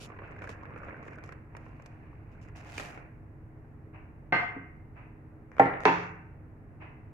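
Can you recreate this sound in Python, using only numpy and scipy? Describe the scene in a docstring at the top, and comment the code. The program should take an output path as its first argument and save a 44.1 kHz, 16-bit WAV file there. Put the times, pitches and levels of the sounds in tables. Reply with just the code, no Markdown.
"""Unwrapping a cake in a small kitchen.

Baking paper peels off a cake, crackling as its creases give way, and leaves with one louder rustle.
A knocked metal loaf tin rings briefly. A board lands on the worktop, flat, then rattling on its edge.
An appliance hums underneath; a noise suppressor lowers the treble whenever it is weak."""
import sys
import numpy as np
from scipy import signal
from scipy.fft import rfft, irfft
from scipy.io import wavfile
from scipy.ndimage import uniform_filter1d

SR = 44100
rng = np.random.default_rng(int(sys.argv[2]) if len(sys.argv) > 2 else 0)


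def pcm_store(signal):
    """Save signal as 16-bit PCM."""
    levels = np.round(np.clip(np.atleast_2d(signal), -1, 1) * 32767)
    wavfile.write(sys.argv[1], SR, levels.astype(np.int16).T)


N = 314432

# Body spectrum of the paper sheet: freq_hz, density_db
SHEET_SPECTRUM = [(150, -19.5), (260, -6), (500, 1.5), (850, -8.5), (1100, -4), (1700, -5.5), (2400, -8),
                  (2900, -20), (4000, -32), (6000, -60.5)]
# Spectrum of crisp crinkling: freq_hz, density_db
FIZZ_SPECTRUM = [(1500, -22.5), (2600, 11), (3500, 4.5), (5000, 3), (7000, 2.5), (8500, -5), (10500, -6.5),
                 (13000, -16.5), (15500, -25.5)]


def paper(crumb_db=-27):
    """Creases give way and crust lets go as the sheet peels; once free it swishes aside."""
    # Crumpling folds: start_s, length_s, level_db
    folds = [(0.0, 0.045, -52), (0.417, 0.012, -66), (0.493, 0.021, -62.5), (1.027, 0.12, -71.5),
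             (1.24, 0.039, -67), (2.314, 0.02, -72.5), (2.412, 0.033, -68.5), (2.557, 0.028, -65.5)]
    # Spectrum of the free sheet: freq_hz, density_db
    swish_spectrum = [(200, -33), (400, -11.5), (700, 6.5), (1150, -1), (1800, 0), (2500, -3),
                      (3200, -17.5), (4500, -21), (7000, -38)]
    # Loudest creases buckling: start_s, level_db, pitch_hz, crisp_db, shake_db
    creases = [(0.101, -32, 1160, -48, -18), (0.12, -34, 1050, -45, -16), (0.189, -31.5, 1050, -55, -11.5),
               (0.219, -36, 1120, -41, -13), (0.321, -43, 1030, -41, -3.5), (0.39, -33.5, 1680, -33, -26),
               (0.42, -33, 1540, -36, -7), (0.441, -31.5, 1040, -30, -10), (0.474, -27.5, 1630, -36, -22),
               (0.492, -26.5, 1130, -27.5, -16), (0.634, -28.5, 1090, -51, -26),
               (0.654, -32.5, 1680, -35, -12.5), (0.761, -37, 1550, -34, -6),
               (0.834, -38.5, 1180, -35, -11), (0.884, -36.5, 1010, -50, -6.5), (0.896, -39, 1740, -52, -7),
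               (1.08, -34.5, 1120, -31, -7), (1.185, -33, 1490, -34, -14.5),
               (1.238, -36.5, 1840, -22.5, -14.5), (1.291, -36.5, 1340, -30, -7),
               (1.323, -40, 1650, -18.5, -4.5), (1.55, -36.5, 960, -31, -8), (1.567, -42, 1320, -14.5, -3),
               (1.664, -38, 1030, -39, -13.5), (1.798, -41, 1070, -30, -9), (1.822, -48.5, 1110, -16, -10),
               (1.86, -41.5, 1070, -14, -11), (2.13, -42.5, 1140, -42, -33), (2.485, -47, 1490, -19, -8),
               (2.78, -23, 2380, -19.5, -12.5), (2.798, -24.5, 1870, -22, -12.5),
               (2.975, -43, 2090, -34, 0.5)]
    flap_spectrum = [(40, -17), (170, 1.5), (400, -4), (600, -29), (2000, -59)]  # freq_hz, density_db
    peeling, sliding, crinkling, flapping = tug_gains()
    folding = sum(amp(db) * held(s, s + length_s, rise_s=0.003, t60_s=0.14) for s, length_s, db in folds)
    coarse = crackle(rate_hz=600, spread_db=4, grain_s=0.001)
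    fine = crackle(rate_hz=450, spread_db=4, grain_s=0.0008)
    dense = crackle(rate_hz=1800, spread_db=3, grain_s=0.001)
    peel = peeling * (colour(coarse, SHEET_SPECTRUM) + pops()) / np.sqrt(2)
    swish = sliding * colour(dense, swish_spectrum)
    sparse = crackle(rate_hz=70, spread_db=4, grain_s=0.0005)
    crumbs = amp(crumb_db) * peeling * colour(sparse, FIZZ_SPECTRUM)
    crisp = (crinkling + folding) * colour(fine + dense, FIZZ_SPECTRUM) + crumbs
    flap = flapping * colour(diffuse(N), flap_spectrum)
    snaps = clicks(creases, patch_t60_s=0.023, body_db=7, body_t60_s=0.036,
                   tick_db=7.5, tick_t60_s=0.029)
    out = kitchen(peel + swish + flap, wet_db=-6.5)
    out += kitchen(amp(-3.5) * snaps, wet_db=-4.5)
    out += kitchen(crisp, wet_db=-20)
    return out * amp([[-1], [0.8]])


def tug_gains(swell_db=5, ease_db=7, crinkle_exponent=4.04, flap_exponent=0.89):
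    """Each tug swells and eases; its effort drives peeling, sliding, crinkling and flapping."""
    # Tugs, sticking then sliding: start_s, hardest_s, end_s, rustle_db, slide_share, crinkle_db, flap_db
    tugs = [(0.0, 0.5, 0.63, -51, 0.13, -74, -58), (0.606, 0.867, 1.31, -48.5, 0.02, -74, -54),
            (1.5, 1.65, 2.65, -61.5, 0.7, -73.5, -69), (2.29, 2.513, 2.5, -61.5, 0, -74, -70),
            (2.549, 2.78, 2.923, -50.5, 0.83, -55, -64), (2.766, 2.797, 3.016, -48.5, 0.88, -51.5, -53)]
    t, power = np.arange(N) / SR, np.zeros((4, N))
    for start_s, hardest_s, end_s, rustle_db, slide_share, crinkle_db, flap_db in tugs:
        effort = held(start_s, end_s, rise_s=0.0027, t60_s=0.43)
        effort *= amp(np.interp(t, [start_s, hardest_s, end_s], [-swell_db, 0, -ease_db]))
        rustle = amp(rustle_db) * effort
        crinkle = amp(crinkle_db) * effort ** crinkle_exponent
        flap = amp(flap_db) * effort ** flap_exponent
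        power += [(1 - slide_share) * rustle ** 2, slide_share * rustle ** 2, crinkle ** 2, flap ** 2]
    return np.sqrt(power)


def crackle(rate_hz, spread_db, grain_s):
    """Noise in tiny grains of very unequal size."""
    power = signal.lfilter([1], [1, -np.exp(-1 / (grain_s * SR))], impulses(rate_hz, spread_db) ** 2)
    return diffuse(N) * np.sqrt(power)


def pops(t60_s=0.015, pitches=18):
    """Tiny patches of paper come unstuck at random, each ringing at its own pitch."""
    out = np.zeros((2, N))
    for hz in np.geomspace(480, 2600, pitches):
        releases = impulses(rate_hz=14, spread_db=3.2, cap=2.7)
        patch = ring([(hz, t60_s, curve_at(SHEET_SPECTRUM, hz))], lag_ms=rng.uniform(-0.066, 0.33))
        out += signal.oaconvolve(releases[None], patch[:, :SR // 20] * np.sqrt(hz), axes=1)[:, :N]
    return unit_rms(cut(out, 2360, "low", order=4))


def clicks(events, patch_t60_s, body_db, body_t60_s, tick_db, tick_t60_s):
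    """Each click rings a small patch, shakes the whole surface and throws off a crisp tick."""
    out = np.zeros((2, N))
    for start_s, level_db, pitch_hz, crisp_db, shake_db in events:
        patch = ring([(pitch_hz, patch_t60_s, -3)], lag_ms=rng.uniform(-0.35, 0.13))
        body = amp(body_db + shake_db) * burst(SHEET_SPECTRUM, body_t60_s)
        tick = amp(tick_db + crisp_db) * burst(FIZZ_SPECTRUM, tick_t60_s)
        add(out, start_s, amp(level_db) * (cut(patch, 6200, "low", order=4) + body + tick))
    return out


def loaf_tin(wash_db=-25, wash_t60_s=0.32):
    """Thin metal rings in a few clear modes over a wash of weak ones."""
    # Clear modes: freq_hz, t60_s, level_db
    modes = [(122.6, 0.12, -39), (310, 0.039, -24.5), (714.5, 0.19, -24), (796, 0.22, -38),
             (914, 0.12, -25), (1215, 0.35, -33.5), (1511, 0.12, -25.5), (1561, 0.22, -25.5),
             (1640, 0.05, -32), (1908, 0.38, -35.5), (1975, 0.13, -29.5), (2085, 0.14, -20),
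             (2170, 0.14, -33.5), (2660, 0.23, -39), (2870, 0.21, -39), (3260, 0.43, -52.5),
             (4210, 0.17, -47), (4440, 0.15, -46.5), (5164, .18, -53.5), (7100, .25, -73)]
    # Weak modes: freq_hz, density_db
    wash_spectrum = [(60, -7), (130, 5), (400, 0.5), (700, 2.5), (1100, 6.5), (2100, 3.5), (2600, -3.5),
                     (3400, -17.5), (4500, -29), (7000, -36), (8000, -48), (10500, -50.5), (15000, -53)]
    # Blow on the tin: start_s, force_db, lowpass_hz, left_lag_ms
    knocks = [(4.3233, -0.5, 11200, 0.1)]
    out = np.zeros((2, N))
    for start_s, force_db, lowpass_hz, lag_ms in knocks:
        tone = ring(modes[::2], lag_ms) - ring(modes[1::2], lag_ms)  # neighbours swing opposite ways
        wash = amp(wash_db) * burst(wash_spectrum, wash_t60_s)
        add(out, start_s, amp(force_db) * (cut(tone, lowpass_hz, "low", order=4) + wash))
    return out


def board(contact_s=0.0014, contact_db=-39):
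    """A flat landing wakes the low modes; the hard edge wakes the high ones and cracks."""
    # Modes on the worktop: freq_hz, t60_s, flat_db, edge_db
    modes = [(128, 0.52, -31.5, -42), (172.7, 0.83, -37.5, -31), (273, 0.2, -18, -24.5),
             (427.8, 0.14, -18.5, -13), (479, .16, -18.5, -44), (660, .06, -25.5, -27.5),
             (694, 0.067, -11.5, -36), (786.6, 0.097, -4.5, -14.5), (902, 0.31, -25.5, -16.5),
             (1001, 0.26, -45.5, -16), (1070, 0.18, -26, -44.5), (1370, 0.17, -24.5, -34.5),
             (1550, 0.022, -15.5, -41.5), (1765, 0.37, -30, -26), (1880, 0.57, -39.5, -34),
             (1945, 0.27, -35, -37.5), (2300, 0.14, -34, -42), (2470, 0.46, -49, -40.5),
             (2306, .4, -77, -32), (2750, .17, -62, -45.5), (3100, .3, -73, -51)]
    # Weak modes: freq_hz, flat_density_db, edge_density_db
    wash_spectra = [(50, -5.5, -23), (99.8, 6, -13), (190, 2, -1.5), (330, 1.5, -0.5), (850, 0, -1.5),
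                    (1280, -1.5, -1.5), (2100, -2, -3.5), (2630, -17, -3.5), (3300, -31, -25.5),
                    (4180, -37, -23.5), (6500, -47, -32.5), (9000, -46, -47.5), (15000, -55.5, -60.5)]
    # Landings and bounces: start_s, force_db, lowpass_hz, edge_share, wash_db, crack_db
    knocks = [(4.56, -16, 330, 0, -25, -53), (5.5959, 1.5, 12000, 0.05, -19.5, -36),
              (5.656, -22.5, 8000, 0.23, -5, -58.5), (5.8533, -0.5, 12000, 0.96, -18.5, -15),
              (5.877, -12.5, 6000, 0.8, -8.5, -26), (5.883, -17, 1413, 0.5, -5.5, -34.5)]
    # Dry contact click and hard crack: freq_hz, density_db
    contact_spectrum = [(1500, -0.5), (4000, -3.5), (7000, -4.5), (11000, -15), (15000, -19)]
    crack_spectrum = [(400, -4.5), (1500, 6), (2800, 5), (4000, -4.5), (6500, -16),
                      (9000, -44.5), (15000, -57)]
    tones, clatter, cracks, contacts = np.zeros((4, 2, N))
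    press = 1 - np.exp(-(np.arange(SR) / SR / contact_s) ** 2)
    for start_s, force_db, lowpass_hz, edge_share, wash_db, crack_db in knocks:
        struck = [(hz, t60_s, flat + edge_share * (edge - flat)) for hz, t60_s, flat, edge in modes]
        wash_spectrum = [(hz, flat + edge_share * (edge - flat)) for hz, flat, edge in wash_spectra]
        tone = press * ring(struck, lag_ms=0.17)
        wash = burst(wash_spectrum, t60_s=0.094)
        crack = burst(crack_spectrum, t60_s=0.013)
        contact = burst(contact_spectrum, t60_s=0.005)
        add(tones, start_s, amp(force_db) * cut(tone, lowpass_hz, "low", order=4))
        add(clatter, start_s, amp(force_db + wash_db) * cut(wash, lowpass_hz, "low", order=4))
        add(cracks, start_s, amp(force_db + crack_db) * crack)
        add(contacts, start_s, amp(force_db + contact_db) * cut(contact, lowpass_hz, "low"))
    # Strong modes arrive mostly direct, the clatter by way of the walls.
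    out = kitchen(tones * amp([[-0.5], [0]]), wet_db=-8)
    out += kitchen(clatter, wet_db=1) + kitchen(cracks, wet_db=-1)
    out += contacts * amp([[-4.5], [0]])
    return cut(out, 85, "high")


def board_ticks():
    """Light contacts as the board is moved."""
    # Contacts: start_s, level_db, pitch_hz, crisp_db, shake_db
    touches = [(5.5172, -40, 1640, -19.5, -11), (5.5675, -36.5, 1320, -26, -6),
               (5.583, -29, 1340, -26.5, -8.5), (5.738, -29.5, 1800, -38, -3),
               (5.805, -31.5, 1380, -19.5, -11.5), (5.8355, -27.5, 1880, -24, -10.5)]
    return clicks(touches, patch_t60_s=0.0067, body_db=6.5, body_t60_s=0.0087,
                  tick_db=0.5, tick_t60_s=0.0099)


def scuffs(rise_s=0.022, t60_s=0.35, gain_db=8.5):
    """Paper and hands rub softly."""
    # Rubs: start_s, level_db
    rubs = [(0.222, -55.5), (2.01, -68.5), (3.93, -58.5), (4.955, -57), (6.80, -53)]
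    # Rubbing noise: freq_hz, density_db
    rub_spectrum = [(300, -4), (800, 7), (1400, 2.5), (2600, 1.5), (3400, -15), (7000, -34), (14000, -46.5)]
    out = np.zeros((2, N))
    attack = np.minimum(np.arange(SR) / SR / rise_s, 1)
    for start_s, level_db in rubs:
        add(out, start_s, amp(level_db + gain_db) * attack * burst(rub_spectrum, t60_s))
    return out


def background(air_db=-50.5, waver_rad=0.25):
    """Low room noise and the wavering hum of an appliance."""
    # Room noise: freq_hz, density_db
    air_spectrum = [(12, -28), (20, -6.5), (42, -5.5), (108, -3), (154, -10.5), (176, -12), (280, -15.5),
                    (313, -13.5), (373, -20.5), (417, -17.5), (520, -23.5), (710, -24), (1260, -30.5),
                    (1920, -32.5), (4000, -56.5), (5200, -100), (8800, -120)]
    # Appliance tones: freq_hz, level_db
    partials = [(100, -57), (128, -61.5), (147, -60.5), (244, -66), (315, -63), (419, -72.5)]
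    t, hum = np.arange(N) / SR, np.zeros(N)
    for hz, db in partials:
        drift = colour(rng.standard_normal(N), [(1.5, -6), (6, -13.5), (30, -98.5)])
        hum += amp(db) * np.sqrt(2) * np.sin(2 * np.pi * hz * t + waver_rad * drift)
    air = amp(air_db) * colour(diffuse(N), air_spectrum)
    return (air + hum) * amp([[-0.5], [0.5]])


def kitchen(x, wet_db, build_s=0.01):
    """Hard walls add dense echoes that build up and die band by band."""
    # Room decay: freq_hz, t60_s
    decay = [(100, 0.2), (300, 0.49), (800, 0.62), (2000, .68), (4500, 0.55), (10000, 0.87)]
    hz, t, bands = signal.stft(diffuse(SR), SR, nperseg=256)
    tail = signal.istft(bands * amp(-60 * t / curve_at(decay, hz)[:, None]), SR, nperseg=256)[1]
    tail *= np.minimum(np.arange(tail.shape[1]) / SR / build_s, 1)
    return x + amp(wet_db) * signal.fftconvolve(x, tail / np.linalg.norm(tail[0]), axes=1)[:, :N]


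def diffuse(size):
    """White noise from all around, most alike on both sides in the bass."""
    # Left-right likeness of diffuse sound: freq_hz, coherence
    likeness = [(30, 0.28), (60, 0.97), (290, 0.9), (640, 0.55), (1300, 0), (3000, 0.017), (15000, 0.43)]
    left, independent = rfft(rng.standard_normal((2, size)))
    coherence = curve_at(likeness, np.fft.rfftfreq(size, 1 / SR))
    right = coherence * left + np.sqrt(1 - coherence ** 2) * independent
    return irfft(np.array([left, right]), size)


def ring(modes, lag_ms):
    """Decaying sines, the left side offset by lag_ms."""
    t = np.maximum(np.arange(SR) / SR - np.array([[lag_ms / 1000], [0]]), 0)
    return sum(amp(db - 60 * t / t60_s) * np.sin(2 * np.pi * hz * t) for hz, t60_s, db in modes)


def burst(spectrum, t60_s):
    """Countless weak modes dying together, as shaped noise."""
    fade = amp(-60 * np.arange(SR) / SR / t60_s)
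    magnitude = amp(curve_at(spectrum, abs(np.fft.fftfreq(SR, 1 / SR))))
    shape = np.exp(np.conj(signal.hilbert(np.log(magnitude))))  # minimum phase: silent before the blow
    shape = shape[:SR // 2 + 1] / np.sqrt(np.mean(abs(shape) ** 2))
    return irfft(rfft(diffuse(SR) * fade) * shape, SR)


def impulses(rate_hz, spread_db, cap=3.5):
    """Randomly timed impulses of unequal size."""
    sizes = amp(spread_db * np.minimum(rng.exponential(1, N), cap))
    return sizes * (rng.random(N) < rate_hz / SR)


def held(start_s, end_s, rise_s, t60_s):
    """Scene-long envelope: rise, hold, release."""
    t = np.arange(N) / SR
    return np.clip((t - start_s) / rise_s, 0, 1) * amp(-60 * np.clip((t - end_s) / t60_s, 0, 3))


def colour(x, spectrum):
    """Shapes x by a spectrum, at rms 1."""
    gain = amp(curve_at(spectrum, np.fft.rfftfreq(x.shape[-1], 1 / SR)))
    return unit_rms(irfft(rfft(x) * gain, x.shape[-1]))


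def cut(x, hz, kind, order=2):
    """Low-pass or high-pass."""
    return signal.sosfilt(signal.butter(order, hz, kind, fs=SR, output="sos"), x)


def curve_at(points, hz):
    """Interpolates on a log-frequency axis."""
    points_hz, values = np.transpose(points)
    return np.interp(np.log(hz + 1), np.log(points_hz), values)


def add(mix, start_s, sound):
    """Mixes in a stereo sound."""
    part = mix[:, round(start_s * SR):][:, :sound.shape[1]]
    part += sound[:, :part.shape[1]]


def amp(db):
    """Decibels to gain."""
    return 10 ** (np.asarray(db) / 20)


def unit_rms(x):
    """Scales to rms 1."""
    return x / np.sqrt(np.mean(x ** 2) + 1e-20)


def scene():
    """All sources in the kitchen."""
    ticks = board_ticks()
    out = kitchen(loaf_tin(), wet_db=0.5) + board() + paper()
    return out + kitchen(ticks, wet_db=4.5) + kitchen(scuffs(), wet_db=0) + background()


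def record(dry, depth_db=12, hiss_db=-86.5, band_limit_hz=15800):
    """A suppressor lowers each weak treble band; then faint circuit hiss and the band limit."""
    # Suppressor bands, each reaching up to the next: from_hz, open_db
    gates = [(3000, -62), (4800, -70), (7700, -72)]
    from_hz, opens_db = np.transpose(gates)
    hz, _, spectra = signal.stft(dry, SR, nperseg=512, noverlap=384)
    gain_db = 0
    for k, open_db in enumerate(opens_db):
        band = (np.searchsorted(from_hz, hz) == k + 1)[:, None]
        power = (abs(spectra * band) ** 2).sum(1).mean(0)
        gain_db += band * np.clip(10 * np.log10(power + 1e-14) - open_db, -depth_db, 0)
    spectra *= amp(uniform_filter1d(gain_db, size=5, axis=0))
    gated = signal.istft(spectra, SR, nperseg=512, noverlap=384)[1][:, :N]
    hiss = amp(hiss_db) * rng.standard_normal((2, N))
    lowpass = signal.firwin(511, band_limit_hz, window=("kaiser", 9), fs=SR)
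    return signal.oaconvolve(gated + hiss, lowpass[None], "same")


dry = scene()
out = record(dry)
pcm_store(out)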